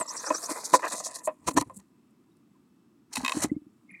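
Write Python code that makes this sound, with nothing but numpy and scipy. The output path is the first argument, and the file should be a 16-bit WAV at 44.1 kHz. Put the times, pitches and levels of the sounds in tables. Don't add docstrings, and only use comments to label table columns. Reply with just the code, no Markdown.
import sys
import numpy as np
from scipy import signal
from scipy.io import wavfile
from scipy.ndimage import uniform_filter1d

SR = 44100
rng = np.random.default_rng(int(sys.argv[2]) if len(sys.argv) > 2 else 0)


def to_linear_factor(level_db):
    exponent = np.asarray(level_db, float) / 20
    return 10 ** exponent


def master(y):
    cut = np.clip(np.atleast_2d(y).T, -1, 1)
    pcm = np.round(cut * 32767)
    wavfile.write(sys.argv[1], SR, pcm.astype(np.int16))


N = 176400


def rms_one(x):
    return x / np.sqrt(np.mean(x ** 2) + 1e-20)


def delayed(x, seconds):
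    return np.pad(x, (int(seconds * SR), 0))[:N]


def drift(rate):
    step = 40
    r = np.exp(-2 * np.pi * rate * step / SR)
    slow = signal.lfilter([1], [1, -2 * r, r * r], rng.standard_normal(N // step + 2002))[2000:]
    return np.interp(np.arange(N) / step, np.arange(len(slow)), rms_one(slow))


def fade(t60):
    return to_linear_factor(-60 / (t60 * SR))


def ring(x, hz, t60):
    r, w = fade(t60), 2 * np.pi * hz / SR
    return signal.lfilter([0, np.sin(w)], [1, -2 * r * np.cos(w), r * r], x + 1e-18)


def peak(x, hz, width):
    r = np.exp(-np.pi * width / SR)
    top = np.array([1, 0, -1]) * (1 - r * r) / 2
    return signal.lfilter(top, [1, -2 * r * np.cos(2 * np.pi * hz / SR), r * r], x)


def cut(x, hz, kind, order=2):
    return signal.sosfilt(signal.butter(order, hz, kind, fs=SR, output="sos"), x)


def coloured(x, spectrum, patchy_db):
    out, sign = 0, 1
    hz, db = np.transpose(spectrum)
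    edges = 28 * 2 ** np.arange(0, 9.4, 1 / 3)
    for low, high in zip(edges, edges[1:]):
        level = np.interp(np.log(low * high) / 2, np.log(hz), db)
        sign = -sign
        out = out + sign * to_linear_factor(level + patchy_db * drift(7.9)) * cut(x, [low, high], "band")
    return rms_one(out)


def grains(per_s, spread_db):
    sizes = to_linear_factor(spread_db * np.minimum(rng.exponential(1, N), 5)) * rng.choice([-1, 1], N)
    clicks = sizes * (rng.random(N) < per_s / SR)
    return rms_one(clicks + 0.07 * rng.standard_normal(N))


# [t/s, level/dB]
BUSTLE_LEVEL = [(0, -40), (.05, -59), (.12, -49), (1.15, -54), (1.38, -78), (1.5, -59.5), (1.63, -76.5),
                (1.7, -75), (1.9, -86.5), (3.09, -96.5), (3.14, -53), (3.45, -44.5), (3.52, -88)]


def strokes(rows, bustle_db):
    t = np.arange(N) / SR
    bustle = np.interp(t, *np.transpose(BUSTLE_LEVEL))
    power = to_linear_factor(bustle + bustle_db + 3.05 * drift(110)) ** 2
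    for s, half, db in rows:
        near = slice(max(int((s - .1) * SR), 0), int((s + 0.14) * SR))
        side = np.where(t[near] < s, half * 0.89, half)
        away = np.abs(t[near] - s) / side
        power[near] += to_linear_factor(db - 12 * away ** 2.54) ** 2
    return np.sqrt(power)


def struck(rows, modes, spread_db, scrape_s, rough):
    s, db = np.transpose(rows)
    luck = rng.standard_normal((len(s), len(modes)))
    out = 0
    for k, (hz, level_db, t60) in enumerate(modes):
        clicks = np.zeros(N)
        clicks[(s * SR).astype(int)] = to_linear_factor(db + level_db + spread_db * luck[:, k]) * (-1) ** k
        scrape = signal.lfilter([1], [1, -fade(scrape_s)], clicks + 1e-18) * rng.standard_normal(N)
        out = out + ring(clicks + rough * scrape, hz, min(t60, .07))
    return out


def cracks(rows, gain_db, t60, low_hz):
    clicks = np.zeros(N)
    for s, db, *_ in rows:
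        clicks[int(s * SR)] = to_linear_factor(db + gain_db)
    bright = cut(cut(rng.standard_normal(N), low_hz, "high"), 10000, "low", order=4)
    return signal.lfilter([1], [1, -fade(t60)], clicks + 1e-18) * bright


def tone(out, s, hz, gain):
    i = int(s * SR)
    n = min(len(hz), N - i)
    sine = np.sqrt(2) * gain * np.sin(2 * np.pi * np.cumsum(hz) / SR)
    return np.pad(sine[:n], (i, N - i - n)) + out


# [f/Hz, level/dB per Hz]
RUMBLE_COLOUR = [(18, -83), (30, -47), (58, -25), (287, -4.5), (499, -31), (1010, -32), (1590, -37.5),
                 (16000, -49.5)]
# [f/Hz, level/dB]
WHINE_TONES = [(2627, -93.5), (5286, -98.5), (7900, -98)]


def background():
    t = np.arange(N) / SR
    whine = 0
    for hz, db in WHINE_TONES:
        whine = whine + np.sqrt(2) * to_linear_factor(db + 2 * drift(10)) * np.sin(2 * np.pi * hz * t)
    box = to_linear_factor(-83.5) * rms_one(peak(rng.standard_normal(N), 1200, 130))
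    return to_linear_factor(-62.5) * coloured(rng.standard_normal(N), RUMBLE_COLOUR, patchy_db=0) + whine + box


# [t/s, length/s, f/Hz, level/dB]
SMALL_PEEPS = [
    (3.494, 0.015, 1980, -49.5),
    (3.543, 0.026, 2100, -70),
    (3.908, 0.018, 10400, -64),
    (2.31, .02, 3700, -78),
    (.06, .012, 7500, -44),
    (1.566, 0.024, 1750, -30.5),
    (1.568, .018, 1560, -38),
    (2.55, .02, 1000, -68),
]


def far_birds():
    start_s, pitch_hz, swing_hz, swings_per_s = 3.865, 2170, 350, 42
    t = np.arange(N - int(start_s * SR)) / SR + start_s
    swing = signal.sawtooth(2 * np.pi * (swings_per_s * (t - 3.929) + 0.686), .7)
    swing = swing * np.clip((t - start_s - .03) * 200, 0, 1)
    gain = to_linear_factor(-54 + 50 * (t - 4)) * np.clip((t - start_s) * 25, 0, 1) ** 2
    gain = gain * to_linear_factor(6.1 * drift(78.3)[:len(t)])
    out = tone(0, start_s, pitch_hz + swing_hz * uniform_filter1d(swing, size=90), gain)
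    out = out + to_linear_factor(-7) * (delayed(out, 0.0075) + delayed(out, 0.0038))
    for s, length, hz, db in SMALL_PEEPS:
        u = np.linspace(0, 1, int(length * SR))
        out = tone(out, s, hz * (1 + 0.046 * u), to_linear_factor(db) * np.sin(np.pi * u))
    return out


# [t/s, f/Hz, level/dB]
LEAD_WHISTLE = [
    (0, 8200, -37),
    (.014, 8180, -33),
    (.024, 7500, -33),
    (.028, 7300, -42),
    (.04, 7300, -44),
]
# [offset t/s, length/s, from f/Hz, to f/Hz, level/dB]
TRILL_SLIDES = [
    (0, .024, 5450, 6050, -2),
    (.012, .021, 4300, 6700, 0),
    (.026, .017, 5200, 6800, -1),
    (.036, .014, 5400, 6700, -5),
    (.009, .015, 6800, 8800, -6),
    (.003, .012, 6700, 8300, -9),
    (.02, .014, 7000, 8000, -9),
    (.03, .016, 6500, 6700, -6),
]


def singer():
    s, hz, db = np.transpose(LEAD_WHISTLE)
    t = np.arange(int(s[-1] * SR)) / SR
    gain = to_linear_factor(np.interp(t, s, db)) * np.minimum((t[-1] - t) * 200, 1)
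    out = tone(0, 0, np.interp(t, s, hz), gain)
    for k, luck in enumerate(rng.standard_normal((5, len(TRILL_SLIDES)))):
        note_s = .074 + .0876 * k
        for (offset, length, from_hz, to_hz, db), z in zip(TRILL_SLIDES, luck):
            u = np.linspace(0, 1, int(length * SR))
            pitch = (from_hz + (to_hz - from_hz) * u) * (1 + 0.013 * z)
            out = tone(out, note_s + offset, pitch, to_linear_factor(-38.5 + db + 1.5 * z) * np.sin(np.pi * u))
    out = out * to_linear_factor(4 * drift(150))
    return out + to_linear_factor(-12) * (delayed(out, .0045) + delayed(out, .0087))


# [t/s, level/dB, f/Hz, t60/s]
AIR_BOOMS = [
    (1.483, -20.5, 315, 0.055),
    (1.508, -33.5, 270, 0.097),
    (1.547, -28, 270, 0.088),
    (1.612, -22, 290, 0.058),
    (1.765, -40.5, 196, 0.13),
    (2.511, -50, 201.4, 0.082),
    (3.173, -29.5, 252, 0.13),
    (3.231, -26, 252, 0.088),
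    (3.344, -30.5, 273.5, 0.111),
    (3.915, -49, 190, 0.13),
]


def booms():
    t = np.arange(SR // 4) / SR
    out = 0
    for s, db, hz, t60 in AIR_BOOMS:
        out = tone(out, s, hz + 0 * t, to_linear_factor(db - 60 * t / t60) * np.minimum(t / .006, 1) ** 2)
    return out


# [t/s, level/dB]
AIR_PUFFS = [
    (0.011, -38.5),
    (0.308, -35),
    (0.511, -34.5),
    (0.74, -25),
    (0.938, -39.5),
    (1.488, -28.5),
    (1.575, -20.5),
    (3.376, -37),
    (3.447, -29),
]
# [t/s, half length/s, level/dB]
BOX_SWAYS = [
    (1.42, 0.024, -60),
    (1.48, 0.019, -41.5),
    (1.58, 0.042, -37),
    (1.75, 0.067, -58),
    (3.2, 0.034, -46),
    (3.45, 0.13, -47),
    (1.675, 0.017, -49.5),
]
# [t/s, peak level/dB]
WING_BEATS = [
    (3.367, -19),
    (3.442, -16),
    (3.515, -14),
    (3.563, -22),
    (3.617, -39.5),
    (3.665, -40),
]


def air():
    puffs = [(s, 0.012, db) for s, db in AIR_PUFFS]
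    noise = strokes(puffs, -11.5) * rng.standard_normal(N)
    hollow = to_linear_factor(21.5) * cut(peak(noise, 299, 92), 150, "high")
    rocking = strokes(BOX_SWAYS, -32.5) * rms_one(cut(rng.standard_normal(N), [50, 230], "band"))
    cavity = [(303, 2.5, 0.054)]  # Hz, dB, t60 s
    beats = struck(WING_BEATS, cavity, spread_db=0, scrape_s=.01, rough=0)
    beats = cut(cut(beats, 295, "low", order=4), 127, "high")
    return hollow + rocking + booms() + beats


# [t/s, peak level/dB]
WALL_KNOCKS = [
    (0.304, -8),
    (0.492, -22),
    (0.738, -8),
    (0.744, -12.5),
    (0.83, -24.5),
    (1.2745, -12),
    (1.287, -26.5),
    (1.474, -28),
    (1.571, -21.5),
    (1.698, -33.5),
]
# [t/s, peak level/dB]
RIM_TAPS = [
    (3.1563, -24.5),
    (3.1685, -20),
    (3.2482, -16.5),
    (3.2612, -18.5),
    (3.2797, -15.5),
    (3.2948, -18.5),
    (3.32, -16.5),
]
# [t/s, peak level/dB]
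STRAW_TICKS = [
    (1.39, -65),
    (1.398, -62),
    (1.697, -50),
    (1.767, -54),
    (1.772, -47),
    (2.1077, -61.5),
    (2.3687, -59),
]
# [f/Hz, level/dB, t60/s]
WALL_MODES = [(290, -11.5, .1), (519, -5.5, 0.083), (621, -2, 0.075), (780, -11, .04), (1026, 3.5, 0.041),
              (1106, -8.5, .04), (1836, -14, 0.033), (2540, -20, 0.037)]
# [f/Hz, level/dB, t60/s]
RIM_MODES = [(1060, -0.5, 0.021), (1690, -8, 0.013), (1903, -2.5, 0.031), (2548, -1, 0.025),
             (2995, -7, 0.025), (3150, -9, 0.015), (3740, -4, 0.015), (4130, -8.5, 0.018), (5040, -8, .012),
             (7210, -9.5, 0.032)]


def claws():
    knocks = struck(WALL_KNOCKS, WALL_MODES, spread_db=2.5, scrape_s=0.076, rough=0.078)
    knocks = cut(knocks, 320, "high")
    taps = struck(RIM_TAPS, RIM_MODES, spread_db=-0.5, scrape_s=0.014, rough=0.049)
    taps = cut(taps, 700, "high")
    taps = taps + to_linear_factor(-0.5) * delayed(taps, .0019)
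    bright = cracks(RIM_TAPS, -8.0, 0.013, 3500) + cracks(STRAW_TICKS, -1, 0.017, 6860)
    return to_linear_factor(-12) * knocks + to_linear_factor(-8) * taps + bright


# [t/s, half length/s, level/dB]
WALL_RUBS = [(0.014, 0.0068, -29), (0.087, 0.0037, -51), (.15, 0.01, -42), (.24, 0.0087, -37.5),
             (0.273, 0.02, -36), (0.348, 0.013, -37), (0.436, 0.012, -40), (0.509, 0.029, -34.5),
             (0.568, 0.023, -35.5), (0.746, 0.012, -20), (0.794, 0.0036, -31.5), (0.851, 0.031, -27.5),
             (0.933, 0.027, -34.5), (1.005, 0.0063, -36), (1.065, 0.0056, -42), (1.165, 0.0052, -44),
             (1.481, 0.012, -23.5), (1.512, 0.0044, -40.5), (1.577, 0.011, -22), (1.618, 0.013, -35.5),
             (1.801, 0.017, -62.5), (3.122, 0.011, -52), (3.169, 0.01, -38.5), (3.204, 0.0089, -40),
             (3.24, 0.0089, -41), (3.371, 0.00977, -41.5), (3.433, 0.018, -33)]
# [f/Hz, width/Hz, level/dB]
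BOX_TONES = [(317, 22, -11.5), (454.3, 70, -7.5), (640, 100, -5.5), (838, 120, -7), (1006, 84.6, 1),
             (1238, 260, -10.5), (1775, 210, -12), (2020, 160, -14), (2487, 210, -18.5)]


def rubbing():
    drive = strokes(WALL_RUBS, 2.2) * grains(3500, spread_db=3.0)
    drive = cut(drive, 2600, "low", order=6)
    out = 0
    for k, (hz, width, db) in enumerate(BOX_TONES):
        out = out + to_linear_factor(db + 3.25 * drift(2.7)) * peak(drive, hz, width) * (-1) ** k
    return to_linear_factor(19) * out


# [t/s, half length/s, level/dB]
FEATHER_STROKES = [(0.266, 0.11, -45), (0.363, 0.046, -45), (0.437, 0.044, -43), (0.51, 0.024, -36.5),
                   (0.576, 0.063, -46), (.656, 0.018, -36), (.709, 0.0032, -45), (0.75, 0.021, -28),
                   (0.85, 0.0097, -42.5), (0.885, 0.0097, -39.5), (.906, 0.0096, -39.5),
                   (.929, 0.012, -33.5), (.965, 0.035, -42), (.999, 0.019, -38), (1.059, 0.029, -36),
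                   (1.19, 0.012, -50), (1.157, 0.016, -40.0), (1.257, 0.021, -36.5), (1.483, .015, -30.5),
                   (1.541, 0.0073, -44), (1.512, .013, -45.5), (1.577, .012, -28), (1.602, .012, -41.5),
                   (1.624, .003, -44), (1.613, 0.0033, -30), (1.75, 0.015, -55), (1.77, 0.0098, -45),
                   (1.79, 0.0042, -57.5), (1.801, 0.0051, -61), (3.136, 0.0098, -41),
                   (3.159, 0.0037, -28.5), (3.174, .013, -38), (3.363, 0.021, -44.5), (3.433, 0.015, -31),
                   (3.525, .018, -71.5)]
# [f/Hz, level/dB per Hz]
FEATHER_COLOUR = [(1470, -60.5), (2500, -5.5), (3260, -10), (4140, 3), (5070, -2), (7190, 6.5), (10500, -3),
                  (12000, -13), (15500, -24.5)]
# [from t/s, to t/s]
PRESSING_SPANS = [
    (0, 1.21),
    (1.44, 1.52),
    (1.56, 1.68),
    (1.795, 1.83),
    (3.1, 3.5),
]


def feathers():
    t = np.arange(N) / SR
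    barbs = grains(9800, spread_db=4.0)
    hiss = cut(coloured(barbs, FEATHER_COLOUR, patchy_db=2.8), 3750, "high", order=8)
    tips = cut(hiss, 7300, "high", order=8) + to_linear_factor(-16) * hiss
    at_hole = t > 1.4
    middle = to_linear_factor(-2) * at_hole * cut(barbs, [1300, 4500], "band")
    pressing = sum((t >= start) & (t < end) for start, end in PRESSING_SPANS)
    return strokes(FEATHER_STROKES, 0) * to_linear_factor(2) * np.where(pressing, hiss + middle, tips)


def scene():
    outside = background() + far_birds() + singer()
    bird = air() + claws() + rubbing() + feathers()
    return (outside + bird)[None]


def roll_off(x):
    return signal.sosfilt(signal.butter(12, 16670, fs=SR, output="sos"), x)


def record(dry):
    mix = cut(dry, 57, "high")
    return roll_off(mix)


dry = scene()
out = record(dry)
master(out)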